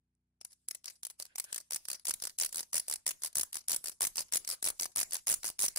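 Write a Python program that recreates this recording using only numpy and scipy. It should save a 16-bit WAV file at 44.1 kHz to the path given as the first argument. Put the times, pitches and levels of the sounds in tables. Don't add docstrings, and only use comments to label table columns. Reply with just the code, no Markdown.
import sys
import numpy as np
from scipy import signal
from scipy.fft import rfft, irfft
from scipy.io import wavfile
from scipy.ndimage import uniform_filter1d, minimum_filter1d

SR = 44100
rng = np.random.default_rng(int(sys.argv[2]) if len(sys.argv) > 2 else 0)


def wrap_up_sound(samples):
    columns = np.atleast_2d(samples).T
    tamed = np.clip(columns, -1, 1)
    steps = np.round(tamed * 32767).astype(np.int16)
    wavfile.write(sys.argv[1], SR, steps)


def nominal_scale(level):
    x = np.asarray(level, float) / 20
    return 10 ** x


N = 254898


def unit(x):
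    return x / np.sqrt(np.mean(x ** 2) + 1e-20)


def along(points, hz):
    point_hz, value = np.transpose(points)
    return np.interp(np.log(hz + 1), np.log(point_hz + 1), value)


def level(rows):
    time_s, level_db = np.transpose(rows)
    return nominal_scale(np.interp(np.arange(N) / SR, time_s, level_db))


def coloured(x, spectrum):
    points = [(1, -90)] + list(spectrum) + [(SR / 2, -90)]
    gain = nominal_scale(along(points, np.fft.rfftfreq(4096, 1 / SR)))
    cepstrum = irfft(np.log(gain))
    cepstrum[1:2048] *= 2
    cepstrum[2049:] = 0
    pulse = irfft(np.exp(rfft(cepstrum)))
    pulse = pulse / np.linalg.norm(pulse)
    return signal.fftconvolve(x, pulse[None], axes=1)[:, :N]


def grit(alike, spiky_db, lag=10):
    shared, left, right = rng.standard_normal((3, N))
    grains = nominal_scale(spiky_db * unit(uniform_filter1d(rng.standard_normal(N), size=24)))
    mix = np.clip(alike, 0, 1)
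    common = np.array([shared, np.roll(shared, -int(lag))])
    own = np.array([left, right])
    return unit((np.sqrt(mix) * common + np.sqrt(1 - mix) * own) * grains)


def patches(shape, bins, frames):
    field = uniform_filter1d(rng.standard_normal(shape), size=bins, axis=0)
    return unit(uniform_filter1d(field, size=frames, axis=1))


def mottled(x, depth_db, frames):
    z = signal.stft(x, SR, nperseg=256)[2]
    field = patches(z.shape[1:], bins=6, frames=frames)
    return signal.istft(z * nominal_scale(depth_db * field), SR, nperseg=256)[1][:, :N]


# multiple, level_db
DRONE_HARMONICS = [(1, -17), (2, 2), (3, -3), (4, -4.5), (5, -3.5), (6, -4.5), (7, -12), (8, -3.5),
                   (9, -19), (10, -14), (11, -14), (12, -28), (13, -19), (14, -17.5)]
# freq_hz, density_db
AIR_SPECTRUM = [(300, -4), (700, 10), (3000, -17), (8200, -6), (10000, -17), (12000, -34)]


def background():
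    drone_hz = 30.41
    t = np.arange(N) / SR
    phases = 2 * np.pi * rng.random(len(DRONE_HARMONICS))
    drone = np.zeros(N)
    for (multiple, level_db), phase in zip(DRONE_HARMONICS, phases):
        drone += nominal_scale(level_db) * np.sin(2 * np.pi * drone_hz * multiple * t + phase)
    air = coloured(rng.standard_normal((2, N)), AIR_SPECTRUM)
    return nominal_scale(-89.0) * drone + nominal_scale(-106) * air


# freq_hz, t60_s
ROOM_DECAY = [(200, 0.27), (8000, 0.15), (15000, 0.14)]


def room(x):
    wet, step, delay = np.zeros((2, N + SR)), SR // 6, 620
    for start in range(0, N, step):
        hz, t, z = signal.stft(rng.standard_normal((2, SR // 3)), SR, nperseg=256)
        decay = nominal_scale(-60 * t / along(ROOM_DECAY, hz)[:, None])
        tail = signal.istft(z * decay, SR, nperseg=256)[1]
        part = signal.fftconvolve(x[:, start:start + step], tail / np.linalg.norm(tail[0]), axes=1)
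        wet[:, start + delay:][:, :part.shape[1]] += part
    return wet[:, :N]


# start_s, peak_db
GLOVE_TICKS = [
    (0.151, -74),
    (0.6174, -70),
]


def creaks():
    force, t = np.zeros(N), np.arange(300) / SR
    for start_s, peak_db in GLOVE_TICKS:
        force[round(start_s * SR):][:len(t)] = nominal_scale(peak_db - 5 - 60 * t / .012)
    return coloured(force * grit(0.46, 2.0), [(4500, -30), (8000, -13), (10500, -10), (12000, -34)])


# time_s, level_db
DRAG_LEVEL = [
    (1.2, -110),
    (1.28, -80),
    (1.31, -71),
    (1.35, -76),
    (1.4, -102),
    (1.46, -67),
    (1.5, -62.5),
    (1.54, -75),
    (1.62, -110),
]


def glove_drag():
    hum_spectrum = [(300, -17), (1270, -13.5), (1540, 3), (1910, -5), (5500, -19)]
    return coloured(level(DRAG_LEVEL) * grit(.4, 1.9), hum_spectrum)


# time_s, level_db
RUB_LEVEL = [(.39, -100), (.47, -100), (.51, -53), (.55, -69), (.8, -88), (.93, -58.5), (.97, -68.5),
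             (1.17, -96), (1.195, -54), (1.3, -70), (1.44, -76), (1.53, -55), (1.62, -64.5), (1.87, -65),
             (2.19, -61), (3.6, -68), (4.14, -61.5), (5.78, -62.5)]
# freq_hz, density_db
RUB_SPECTRUM = [(150, -30), (600, -17), (1500, -16), (3000, -13), (4800, -6), (7800, -2), (10000, 0),
                (12000, -8), (16000, -14)]


def blade_rub():
    lift_db, lead_s = -11, 0.0097
    turns = [(run[0] - lead_s, lift_db) for run in PUSH_RUNS]
    turns += [(run[0] - lead_s, 0) for run in PULL_RUNS]
    return coloured(level(RUB_LEVEL) * level(sorted(turns)) * grit(0.021, 1.2), RUB_SPECTRUM)


def stroke(runs, counts, lone, contact_ms, rasp_db, rasp_per_db):
    first, last, first_db, last_db, slowing = np.repeat(runs, counts, axis=0).T
    u = np.concatenate([np.linspace(0, 1, n) for n in counts])
    ease = 0.11 * np.sin(2 * np.pi * u) / (2 * np.pi)
    s = first + (last - first) * (u + slowing * u * (u - 1) + ease)
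    luck = rng.standard_normal((len(u) + len(lone), 3))
    bite = luck[:len(u), 0]
    arch_db = 1 * (np.sin(np.pi * u) - .4)
    db = first_db + (last_db - first_db) * u + 1.5 * bite + arch_db
    deepening = 0.065 * (s - 4.1)
    ms = np.interp(u, [0, .5, 1], contact_ms) * np.exp(deepening - 0.28 * bite + 0.17 * luck[:len(u), 1])
    s, db, ms = np.hstack([[s, db, ms], np.transpose(lone)])
    rasp_db = rasp_db - rasp_per_db * (db + 25.5)
    rasp_db = rasp_db + 2.27 * luck[:, 2] - 1.8 * np.pad(bite, (0, len(lone)))
    return np.array([s, db, ms, rasp_db]).T


# first_s, last_s, first_db, last_db, slowing (-1..1)
PUSH_RUNS = [(.412, .4487, -37.5, -35.5, 0), (0.685, 0.748, -29.5, -35.5, 0.43),
             (1.0317, 1.0674, -31, -35.5, -0.054), (1.3571, 1.3981, -31.5, -27.5, -0.41),
             (1.7074, 1.7597, -30.5, -27.5, 0.11), (2.053, 2.1075, -28, -22.5, -0.12),
             (2.386, 2.4603, -24, -26.5, 0.076), (2.73, 2.779, -25.5, -22.5, 0.037),
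             (3.0644, 3.1071, -20, -27, 0.3), (3.3544, 3.4104, -21.5, -25.5, 0.059),
             (3.6828, 3.7448, -22.5, -26.5, 0.188), (4.007, 4.05, -20, -23, .03),
             (4.3227, 4.3693, -24, -22.5, 0.044), (4.6422, 4.701, -22.5, -24.5, 0.36),
             (4.9595, 5.0114, -23, -23.5, 0.03), (5.2695, 5.3253, -22, -23.5, -0.051),
             (5.591, 5.6618, -24, -23.5, 0.064)]
PUSH_COUNTS = [2, 3, 3, 3, 5, 5, 7, 5, 4, 5, 6, 5, 5, 6, 6, 7, 8]
# start_s, level_db, contact_ms
PUSH_LONE = [(0.5196, -59, 4.6), (0.529, -53, 6), (1.0994, -41.5, 11.4), (1.4407, -38, 1.5),
             (1.4435, -44.5, 8.9), (2.1382, -27, 3.6), (2.4908, -43, 3.3), (2.7972, -26.5, 3.8),
             (3.4318, -27.5, 3.4), (3.7618, -24, 4.7), (4.0689, -24, 5.8), (4.6258, -27, 3.5),
             (5.0297, -26, 3.3), (5.3394, -19, 2.8), (5.6819, -20.5, 2)]


def push_stroke():
    return stroke(PUSH_RUNS, PUSH_COUNTS, PUSH_LONE,
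                  contact_ms=(2.5, 5, 4.5), rasp_db=-6.5, rasp_per_db=0.1377)


# first_s, last_s, first_db, last_db, slowing (-1..1)
PULL_RUNS = [(0.8572, 0.8787, -35, -38.5, 0), (1.1991, 1.2233, -34, -34.5, 0),
             (1.5274, 1.5792, -29, -31, 0.11), (1.8844, 1.93, -28, -31, -0.04),
             (2.222, 2.2704, -26.5, -30, 0.16), (2.545, 2.6059, -30, -30, 0.042),
             (2.882, 2.9373, -27, -27.5, -0.12), (3.2346, 3.259, -24, -29.5, 0.023),
             (3.529, 3.568, -33, -30.5, -0.046), (3.858, 3.895, -30, -32.5, 0.011),
             (4.1567, 4.2042, -30.5, -28, 0.021), (4.4751, 4.5113, -27.5, -30.5, -0.17),
             (4.7972, 4.855, -26.5, -32, 0.023), (5.1086, 5.121, -37, -35.5, 0),
             (5.1322, 5.153, -24.5, -30.5, -0.074), (5.4433, 5.4878, -26, -32, 0.095),
             (5.7603, 5.7718, -27, -27, 0)]
PULL_COUNTS = [2, 2, 4, 4, 4, 6, 5, 3, 4, 4, 5, 4, 6, 2, 3, 6, 2]
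# start_s, level_db, contact_ms
PULL_LONE = [(.843, -45.5, 1.8), (.869, -50, 6.2), (.899, -47.5, 11), (1.208, -47, 12), (1.253, -46.5, 2.1),
             (1.602, -46, 4.4), (1.6093, -47, 3.3), (1.8531, -40.5, 1.5), (1.944, -45.5, 17.5),
             (1.996, -52, 1.2), (2.2, -45.5, 1.1), (2.2953, -41, 1.7), (2.3022, -48, 2.4),
             (2.526, -33.5, 5.2), (2.629, -43.5, 6.5), (2.958, -32, 2.2), (3.2201, -41, 6.3),
             (3.2707, -38, 8.9), (3.5804, -45.5, 14.6), (3.841, -35, 6.8), (4.2163, -38.5, 12.3),
             (4.448, -38.5, 1.8), (4.5207, -37, 15), (4.535, -40.5, 17), (5.1664, -33, 2.1),
             (5.4315, -35, 1.9), (5.5004, -34, 2.5)]
# start_s, level_db, contact_ms
GRAZES = [(.955, -67.5, 15), (1.2628, -54, 4.8), (2.8666, -63, 5.1), (3.3289, -51.5, 3), (3.606, -58.5, 12),
          (3.6404, -64, 2.3), (3.9164, -50.5, 11), (4.2826, -65, 3.7), (4.289, -68, 2.3),
          (4.9174, -61.5, 8), (5.1757, -51.5, 22), (5.511, -57, 12)]


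def pull_stroke():
    return stroke(PULL_RUNS, PULL_COUNTS, PULL_LONE + GRAZES,
                  contact_ms=(2.5, 4, 4), rasp_db=-5.5, rasp_per_db=0.31)


def contacts(rows, db, rise_ms, fall_ms, creep_db=-23, snap_db=5.0):
    start_s, hold_ms = np.array(rows)[:, 0], np.array(rows)[:, 2, None]
    ms = np.arange(-420, 1000) * 1000 / SR
    bite = 1 / (1 + np.exp(-np.clip(ms / rise_ms, -50, 50)))
    creep = nominal_scale(creep_db) * np.exp(-(np.minimum(ms, 0) / 5.63) ** 2)
    sag_db = -6 * np.clip(ms / hold_ms, 0, 1)
    release_db = -9 * np.maximum(ms - 0.87 * hold_ms, 0) / fall_ms
    clear_db = -0.54 * np.maximum(ms - hold_ms - 5.5, 0) ** 2
    land_db = -1.1 * np.maximum(-ms - 4.5, 0) ** 2
    snap = nominal_scale(snap_db * (np.exp(-np.abs(ms - .3) / 0.53) - 0.32))
    shape = np.maximum(bite * snap, creep) * nominal_scale(sag_db + release_db + clear_db + land_db)
    shape = nominal_scale(db)[:, None] * shape
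    where = np.round(start_s * SR).astype(int)[:, None] + np.arange(-400, 1020)
    return np.sqrt(np.bincount(where.ravel(), shape.ravel() ** 2, N + SR)[:N])


def ring(force, times, modes, scatter_db):
    luck = nominal_scale(scatter_db * rng.standard_normal((len(times), len(modes), 2)))
    tooth = np.clip(np.searchsorted(times - .001, np.arange(N) / SR) - 1, 0, None)
    out = np.zeros((2, N))
    for k, (hz, width_hz, db) in enumerate(modes):
        b, a = signal.iirpeak(hz, hz / width_hz, SR)
        mode = signal.lfilter(b, a, force * luck[tooth, k].T)
        out += nominal_scale(db) * mode * np.sqrt(SR / (np.pi * width_hz))
    return out


# freq_hz, density_db
KNOCK_SPECTRUM = [(15, -6), (30, -7), (350, -4), (800, -3.5), (1400, -6.5), (2400, -6.5)]


def case_knock(rows):
    s, db = rows[:, 0], rows[:, 1]
    knock_db = db - 22.5 + 0.5 * s + 1.1 * rng.standard_normal(len(s))
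    return coloured(contacts(rows, knock_db, 0.15, 1.45) * grit(0.2, 1.9, lag=0), KNOCK_SPECTRUM)


# freq_hz, width_hz, level_db
CASE_MODES = [(632, 114, -24), (1030, 580, -16.5), (2140, 490, -17), (2860, 610, -18.5), (5340, 1140, -5),
              (5910, 400, -19.5), (6060, 640, -10.5)]


def case_ring(rows):
    s, db, _, rasp_db = rows.T
    force = contacts(rows, db + rasp_db - 4.0, 0.32, 2.65)
    return ring(force * grit(0.23, 1.5), np.sort(s), CASE_MODES, scatter_db=4.5)


# freq_hz, density_db
PUSH_RASP = [(900, -17), (1600, -6.5), (2150, -4.5), (3050, -5.5), (5800, 3), (7100, 2), (9000, -20)]
# freq_hz, density_db
PULL_RASP = [(900, -16.5), (1600, -7.5), (2150, -14), (3350, -10), (4200, -4.5), (4800, 2), (7300, -15.5),
             (9000, -20)]


def shaft_rasp(push, pull):
    out = np.zeros((2, N))
    for rows, spectrum in [(push, PUSH_RASP), (pull, PULL_RASP)]:
        _, db, _, rasp_db = rows.T
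        out += coloured(contacts(rows, db + rasp_db - 6.5, 0.64, 6.1) * grit(0.1, 2.8), spectrum)
    return out


# freq_hz, width_hz, level_db
BLADE_MODES = [(8070, 280, -2), (8460, 190, -5.5), (8650, 140, -12), (9853, 280, -2.5), (10210, 530, -1.5),
               (10400, 750, -3.5), (12580, 330, -16.5), (14400, 290, -9)]


def blade_ring(rows):
    s, db = rows[:, 0], rows[:, 1]
    force = contacts(rows, db - 10.5, 0.019, 3.13)
    return ring(force * grit(.75, 2, lag=9), np.sort(s), BLADE_MODES, scatter_db=3)


# freq_hz, density_db
EDGE_SPECTRUM = [(5000, -5), (7500, 2), (10000, 4), (12000, 1.5), (15500, -4.5), (16500, 6.5)]


def edge_hiss(rows):
    return coloured(contacts(rows, rows[:, 1] - 4.5, 0.026, 4.5) * grit(0.089, 4.3), EDGE_SPECTRUM)


# time_s, left_over_right_db
PORT_BALANCE = [(.4, 1.5), (1.5, 1.3), (2.4, 0), (4.2, 1.2), (5.78, -.6)]


def teeth():
    push, pull = push_stroke(), pull_stroke()
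    rows = np.vstack([push, pull])
    steel = edge_hiss(rows) + blade_ring(rows)
    plastic = shaft_rasp(push, pull) + case_ring(rows) + case_knock(rows)
    lean = np.sqrt(level(PORT_BALANCE))
    return (steel + plastic * nominal_scale([[.9], [-.9]])) * [lean, 1 / lean]


def scene():
    knife = mottled(teeth(), depth_db=2.5, frames=3)
    haze = nominal_scale(-20.5) * room(knife) + blade_rub() + glove_drag()
    return knife + mottled(haze, depth_db=3.0, frames=14) + creaks() + background()


def masked(x, margin_db, faint_db):
    hz, _, z = signal.stft(x, SR, nperseg=256)
    local_db = 10 * np.log10(np.abs(uniform_filter1d(np.abs(z) ** 2, size=9, axis=1)) + 1e-20)
    nearby_db = -minimum_filter1d(-local_db, size=9, axis=2)
    steady_db = uniform_filter1d(local_db, size=8, axis=2)
    blots, streaks = patches(z.shape[1:], 11, 3), patches(z.shape[1:], 4, 14)
    beside = np.clip((nearby_db - local_db - margin_db + 5 * blots) / 2, 0, 1) * (hz > 500)[:, None]
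    faint = np.clip((faint_db - steady_db + 5 * streaks) / 2, 0, 1) * (hz > 12000)[:, None]
    return signal.istft(z * nominal_scale(-24 * np.maximum(beside, faint)), SR, nperseg=256)[1][:, :N]


def top_cut(x):
    return signal.sosfilt(signal.butter(12, 16990, fs=SR, output="sos"), x)


# freq_hz, gain_db
MIC_RESPONSE = [(20, 0), (15600, 0), (16000, -26), (17000, -42)]


def record(dry):
    rounded = dry / (1 + np.abs(dry / 0.11) ** 3) ** (1 / 3)
    response = nominal_scale(along(MIC_RESPONSE, np.fft.rfftfreq(N, 1 / SR)))
    band = irfft(rfft(rounded) * response, N)
    kept = masked(band, margin_db=25.5, faint_db=-91)
    return top_cut(kept)


dry = scene()
out = record(dry)
wrap_up_sound(out)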